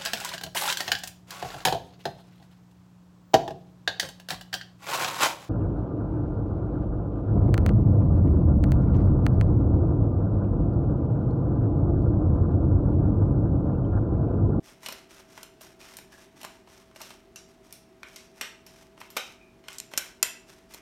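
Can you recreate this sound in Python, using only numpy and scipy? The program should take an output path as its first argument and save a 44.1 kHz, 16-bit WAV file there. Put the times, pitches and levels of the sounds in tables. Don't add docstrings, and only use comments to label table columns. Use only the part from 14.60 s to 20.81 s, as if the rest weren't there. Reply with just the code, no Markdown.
import sys
import numpy as np
from scipy import signal
from scipy.fft import rfft, irfft, next_fast_len
from scipy.io import wavfile

SR = 44100
rng = np.random.default_rng(int(sys.argv[2]) if len(sys.argv) > 2 else 0)


def bounce(signal):
    frames = np.transpose(np.atleast_2d(signal))
    limited = np.clip(frames, -1, 1)
    pcm = np.round(limited * 32767).astype(np.int16)
    wavfile.write(sys.argv[1], SR, pcm)


N = 273861

# low_hz, high_hz, beaming (0-1), own_level_db
CRACK_RANGES = [(160.7, 1110, 0.43, .5), (1330, 3600, 0.33, -0.6), (4130, 9420, 0.78, 0.55),
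                (8960, 15800, 0.53, 0.5)]


def from_db(db):
    return 10 ** (np.asarray(db) / 20)


def rms_one(x):
    return x / np.sqrt(np.mean(x ** 2) + 1e-20)


def at_hz(points, hz):
    table = np.array(points)
    return np.interp(np.log(np.maximum(hz, 1)), np.log(table[:, 0]), table[:, 1])


def band(x, low, high, order=3):
    high = min(high, SR / 2 - 1000)
    return signal.sosfilt(signal.butter(order, [low, high], "band", fs=SR, output="sos"), x)


def coloured(x, spectrum):
    size = next_fast_len(N)
    gain = from_db(at_hz(spectrum, np.fft.rfftfreq(size, 1 / SR)))
    return rms_one(irfft(rfft(x, size) * gain, size)[:N])


def drift(rate):
    knots = rng.standard_normal(4000)
    return rms_one(np.interp(np.arange(N) / SR * rate, np.arange(len(knots)), knots))


def resonance(x, hz, width):
    r = np.exp(-np.pi * width / SR)
    numerator = np.array([1, 0, -1]) * (1 - r * r) / 2
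    return signal.lfilter(numerator, [1, -2 * r * np.cos(2 * np.pi * hz / SR), r * r], x)


def background(waver_db=1.0, wander=1.0):
    # frequency_hz, relative_density_db
    air_spectrum = [(22, -15.5), (48, 1), (80, -6.5), (130, -2.5), (200, -6.5), (380, 0.5), (510, -15),
                    (680, -10), (1200, -17), (2500, -21.5), (5000, -29), (9000, -34.5), (16000, -40)]
    # frequency_hz, rms_level_db (about which it wavers)
    hum_tones = [(191, -68.5), (238, -68.5), (387, -66), (652, -66)]
    air_rms_db = -59
    t = np.arange(N) / SR
    out = from_db(air_rms_db) * coloured(rng.standard_normal(N), air_spectrum)
    for hz, db in hum_tones:
        amplitude = np.sqrt(2) * from_db(db + waver_db * drift(8.3))
        out += amplitude * np.sin(2 * np.pi * hz * t + wander * drift(17))
    return out


def kitchen(x, first_echo_s=0.00057, build_s=0.0054):
    # frequency_hz, gain_db
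    echo_gain = [(150, -7.5), (500, -4), (1200, -3), (2700, -0.5), (5700, -9), (9000, -10), (15000, -10.5)]
    # frequency_hz, t60_s
    echo_decay = [(200, 0.29), (1000, 0.42), (2700, 0.4), (6000, 0.39), (10000, 0.32), (16000, 0.21)]
    t = np.arange(SR) / SR
    edges = np.geomspace(110, 17500, 15)
    white = rng.standard_normal((2, SR))
    onset = 1 - np.exp(-np.maximum(t - first_echo_s, 0) / build_s)
    echo = np.zeros(SR)
    for k, (low, high) in enumerate(zip(edges, edges[1:])):
        hz = np.sqrt(low * high)
        fade = onset * np.exp(-np.log(1000) * t / at_hz(echo_decay, hz))
        unit_energy_fade = fade / np.sqrt(np.sum(fade ** 2))
        echo += from_db(at_hz(echo_gain, hz)) * band(white[k % 2], low, high) * unit_energy_fade
    return signal.fftconvolve(x, echo)[:N]


def ping():
    # start_s, level_db
    flicks = [(2.7597, -46.5)]
    # frequency_hz, relative_level_db, t60_s
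    modes = [(2710, 2, 0.09), (5950, -10, 0.24), (6070, -5, 0.24), (6080, -5, 0.25)]
    out = np.zeros(N)
    for s, db in flicks:
        start = round(s * SR)
        t = np.arange(N - start) / SR
        for hz, mode_db, t60 in modes:
            out[start:] += from_db(db + mode_db - 60 * t / t60) * np.sin(2 * np.pi * hz * t)
    return out


def squeak(width_hz=140.0, rise_s=0.008, fade_db=25.0, flutter_db=2.0):
    # start_s, end_s, pitch_hz, initial_rms_level_db (before flutter)
    squeaks = [(1.521, 1.655, 1670, -52.5), (4.793, 4.974, 2430, -57.5)]
    t, out = np.arange(N) / SR, np.zeros(N)
    for start, end, hz, db in squeaks:
        once_filtered = resonance(rng.standard_normal(N), hz, width_hz)
        tone = resonance(once_filtered, hz, width_hz)
        gate = np.clip(np.minimum(t - start, end - t) / rise_s, 0, 1)
        out += rms_one(tone) * gate * from_db(db - np.interp(t, [start, end], [0, fade_db]))
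    return out * from_db(flutter_db * drift(60))


def twisting_effort():
    # start_s, length_s, effort_db (mid-twist), swell_db (change from start to end)
    twists = [(0.035, 0.057, -56.5, 6), (0.214, 0.16, -55.5, 0), (0.499, 0.1, -57, -0.5),
              (0.689, 0.11, -58, 6.5), (1.015, 0.081, -56, -12), (1.202, 0.15, -54.5, -4.5),
              (1.512, 0.12, -60.5, 0.5), (1.762, 0.17, -60.5, -3), (2.076, 0.13, -62.5, -1),
              (2.357, 0.16, -57, 4.5), (2.887, 0.026, -66.5, -7), (3.039, 0.063, -63.5, -3),
              (3.463, 0.18, -62, -3), (3.759, 0.11, -60, 1), (4.063, 0.16, -64, 6), (4.38, 0.07, -60, 0),
              (4.557, 0.17, -57.5, -10.5), (5.082, 0.08, -54.5, -6), (5.318, 0.15, -54.5, 2),
              (5.879, 0.094, -61, -7), (6.1, 0.083, -59, -0.5)]
    attack_s, release_s = .025, 0.035
    resting_effort_db = -75.5
    t = np.arange(N) / SR
    effort = np.full(N, from_db(resting_effort_db))
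    for start, length, db, swell_db in twists:
        attack = np.clip((t - start) / attack_s + .5, 0, 1)
        hold = from_db(db + swell_db * np.interp(t, [start, start + length], [-.5, .5]))
        release = np.exp(-np.maximum(t - start - length, 0) / release_s)
        effort += attack * hold * release
    return effort


def rasp(catch_db=1.5, level_db=0.5):
    # frequency_hz, relative_density_db
    rasp_spectrum = [(250, -35.5), (550, 5), (1050, 6), (1800, 4.5), (2800, 3), (4500, -0.5), (5600, 5),
                     (7300, -3), (9000, -2.5), (10800, -8), (13000, -6.5), (16000, -19)]
    grains_per_s, size_db = 4500, 2.8
    crumbs_per_s, crumb_s, crumb_gain = 40, .0016, 1.7
    effort = twisting_effort()
    busy = np.sqrt(effort / effort.mean())
    born = rng.random(N) < grains_per_s * busy / SR
    sizes = from_db(size_db * np.minimum(rng.exponential(1, N), 5)) * rng.choice([-1, 1], N)
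    crumbs = (rng.random(N) < crumbs_per_s * busy / SR) * rng.uniform(0.22, 0.83, N)
    crumb_decay = np.exp(-1 / (crumb_s * SR))
    crunch = 1 + crumb_gain * signal.lfilter([1], [1, -crumb_decay], crumbs + 1e-18)
    grit = coloured(born * sizes * crunch / np.sqrt(busy), rasp_spectrum)
    return grit * effort * from_db(level_db + catch_db * drift(70))


def mill_body(force, direct_db):
    # frequency_hz, width_hz, gain_db
    body_modes = [(631, 41, 6.5), (980, 280, 0.5), (1420, 300, -8), (2340, 1250, 6), (2940, 410, -25.5),
                  (4280, 450, 3.5), (5600, 710, 9.5), (7090, 250, 7.5), (8550, 650, 0.5), (9600, 170, -5),
                  (11900, 990, 1)]
    straight = from_db(direct_db) * force
    return straight + sum(from_db(db) * resonance(force, hz, width) for hz, width, db in body_modes)


def range_levels(db, ring_hz, falloff_db):
    low, high, _, own_db = np.transpose(CRACK_RANGES)
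    octaves_away = np.abs(np.log2((low + high) / 2 / ring_hz))
    return db + own_db - falloff_db * octaves_away


def in_ranges(sound, levels_db, dull_top_hz=11900.0, bright_top_hz=14800.0):
    top_hz = np.interp(levels_db[-1] - levels_db[-2], [-7, -1], [dull_top_hz, bright_top_hz])
    out = 0
    for db, (low, high, *_) in zip(levels_db, CRACK_RANGES):
        part = band(sound, low, max(min(high, top_hz), low + 500))
        rms_10ms = np.sqrt(np.sum(part ** 2) / (SR // 100))
        out = out + from_db(db) * part / rms_10ms
    return out


def cracks(first_break=3.7, splinter_db=3.5, favour_db=-1.0, favour_width=1020.0,
           plain_near_db=0.5, plain_far_db=2.5):
    # start_s, level_db (before range level and fall-off), ring_hz (favoured),
    # falloff_db_per_octave, crumble_s (time constant), room_send_db (before beaming)
    breaking_corns = [(0.232, -53, 2400, 1.5, 0.004, 17), (0.261, -34, 3100, 5.2, 0.0071, -9),
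                      (0.2859, -41, 4170, 1.9, 0.0022, 7.5), (0.2894, -39, 1400, 4.8, 0.0038, -19),
                      (0.324, -43, 5500, 1.7, .0045, -2), (0.7766, -41.5, 1310, 5.1, 0.0045, -8),
                      (0.8304, -45.5, 7300, 2.7, 0.004, 2.5), (1.0095, -50, 920, 2.4, 0.0061, -15),
                      (1.0155, -52, 11900, 4.3, 0.0048, 10), (1.2136, -50, 2880, 6, 0.0047, 7),
                      (1.3688, -43, 9500, 5.2, .0045, 6), (1.3866, -48, 1800, 2.4, 0.0047, -6),
                      (1.8138, -48, 3150, 3.3, 0.0056, 2), (1.8316, -48.5, 3030, 0.88, 0.003, 12.5),
                      (1.8433, -42, 1100, 5.5, 0.0017, -9), (1.8482, -41.5, 890, 1.7, 0.0036, -7),
                      (2.0735, -51.5, 890, 6.1, 0.0059, -15), (2.313, -57, 1200, 6, 0.0036, -8),
                      (2.36, -46.5, 1470, 4, 0.0058, -19), (2.4035, -43.5, 890, 3.6, 0.012, -26),
                      (2.4157, -44, 6100, 3, 0.0043, 7.5), (2.5053, -45.5, 1340, 4.2, 0.0037, -14),
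                      (2.759, -46.5, 6100, 4, 0.0033, 11), (3.1256, -44.5, 10300, 5.2, 0.0028, 9.5),
                      (3.4315, -38.5, 1950, 8, 0.0024, 1.5), (3.5605, -43, 5100, 5.7, .005, 8),
                      (3.811, -30.5, 3100, 4.83, 0.0037, 7), (4.0651, -52, 5460, 2.8, 0.0047, 9.5),
                      (4.377, -47.5, 1090, 7.5, 0.0035, -12), (4.4035, -50, 2070, 1.9, 0.013, -5),
                      (4.4142, -36, 1350, 9.8, .003, -4), (4.503, -51, 13000, 2.5, 0.0076, 6),
                      (4.567, -28, 1420, 2.9, 0.0081, -16.5), (4.5709, -32, 2370, 3.5, 0.003, 10.5),
                      (5.0398, -55.5, 1400, 5.7, 0.0027, 19), (5.0838, -37.5, 3000, 6.9, 0.0033, -10),
                      (5.13, -51.5, 7120, 4, 0.0037, 10), (5.1842, -37, 7540, 11.6, 0.0029, 0),
                      (5.201, -36, 6200, 8.1, 0.00092, -10), (5.3153, -52.5, 900, 2.7, 0.0058, 11),
                      (5.3367, -36, 1500, 5.3, 0.0033, -5), (5.376, -23, 6940, 4.9, 0.0055, -5),
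                      (5.6279, -18, 7100, 5.17, 0.0036, -4), (6.138, -48, 6500, 2.8, .011, -11),
                      (6.1454, -49, 6050, 1, .002, -10)]
    t = np.arange(SR // 25) / SR
    direct, sent = np.zeros((2, N + len(t)))
    beaming = np.array(CRACK_RANGES)[:, 2]
    splinter_share = np.array([[1], [.4]])
    plain_db = [[plain_near_db], [plain_far_db]]
    for s, db, ring_hz, falloff_db, crumble, send_db in breaking_corns:
        signs, sizes = rng.standard_normal((2, len(t)))
        shower = rms_one(signs * from_db(splinter_db * sizes))
        splinters = shower * np.exp(-t / max(crumble, 1 / SR))
        force = first_break * (t == 0) + splinter_share * splinters
        paths = mill_body(force, direct_db=plain_db)
        near, far = paths + from_db(favour_db) * resonance(paths, ring_hz, favour_width)
        levels = range_levels(db, ring_hz, falloff_db)
        start = round(s * SR)
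        span = slice(start, start + len(t))
        direct[span] += in_ranges(near, levels)
        sent[span] += in_ranges(far, levels + beaming * send_db)
    return direct[:N], sent[:N]


def scene(rasp_room_db=-4.0):
    direct, sent = cracks()
    friction = rasp() + squeak()
    room = kitchen(sent + from_db(rasp_room_db) * friction)
    return (direct + friction + ping() + room + background())[None]


def record(dry, ceiling=1.13):
    cutoff_hz = 15900
    rounded = ceiling * np.tanh(dry / ceiling)
    return signal.sosfilt(signal.ellip(10, .2, 70, cutoff_hz, fs=SR, output="sos"), rounded)


dry = scene()
out = record(dry)
bounce(out)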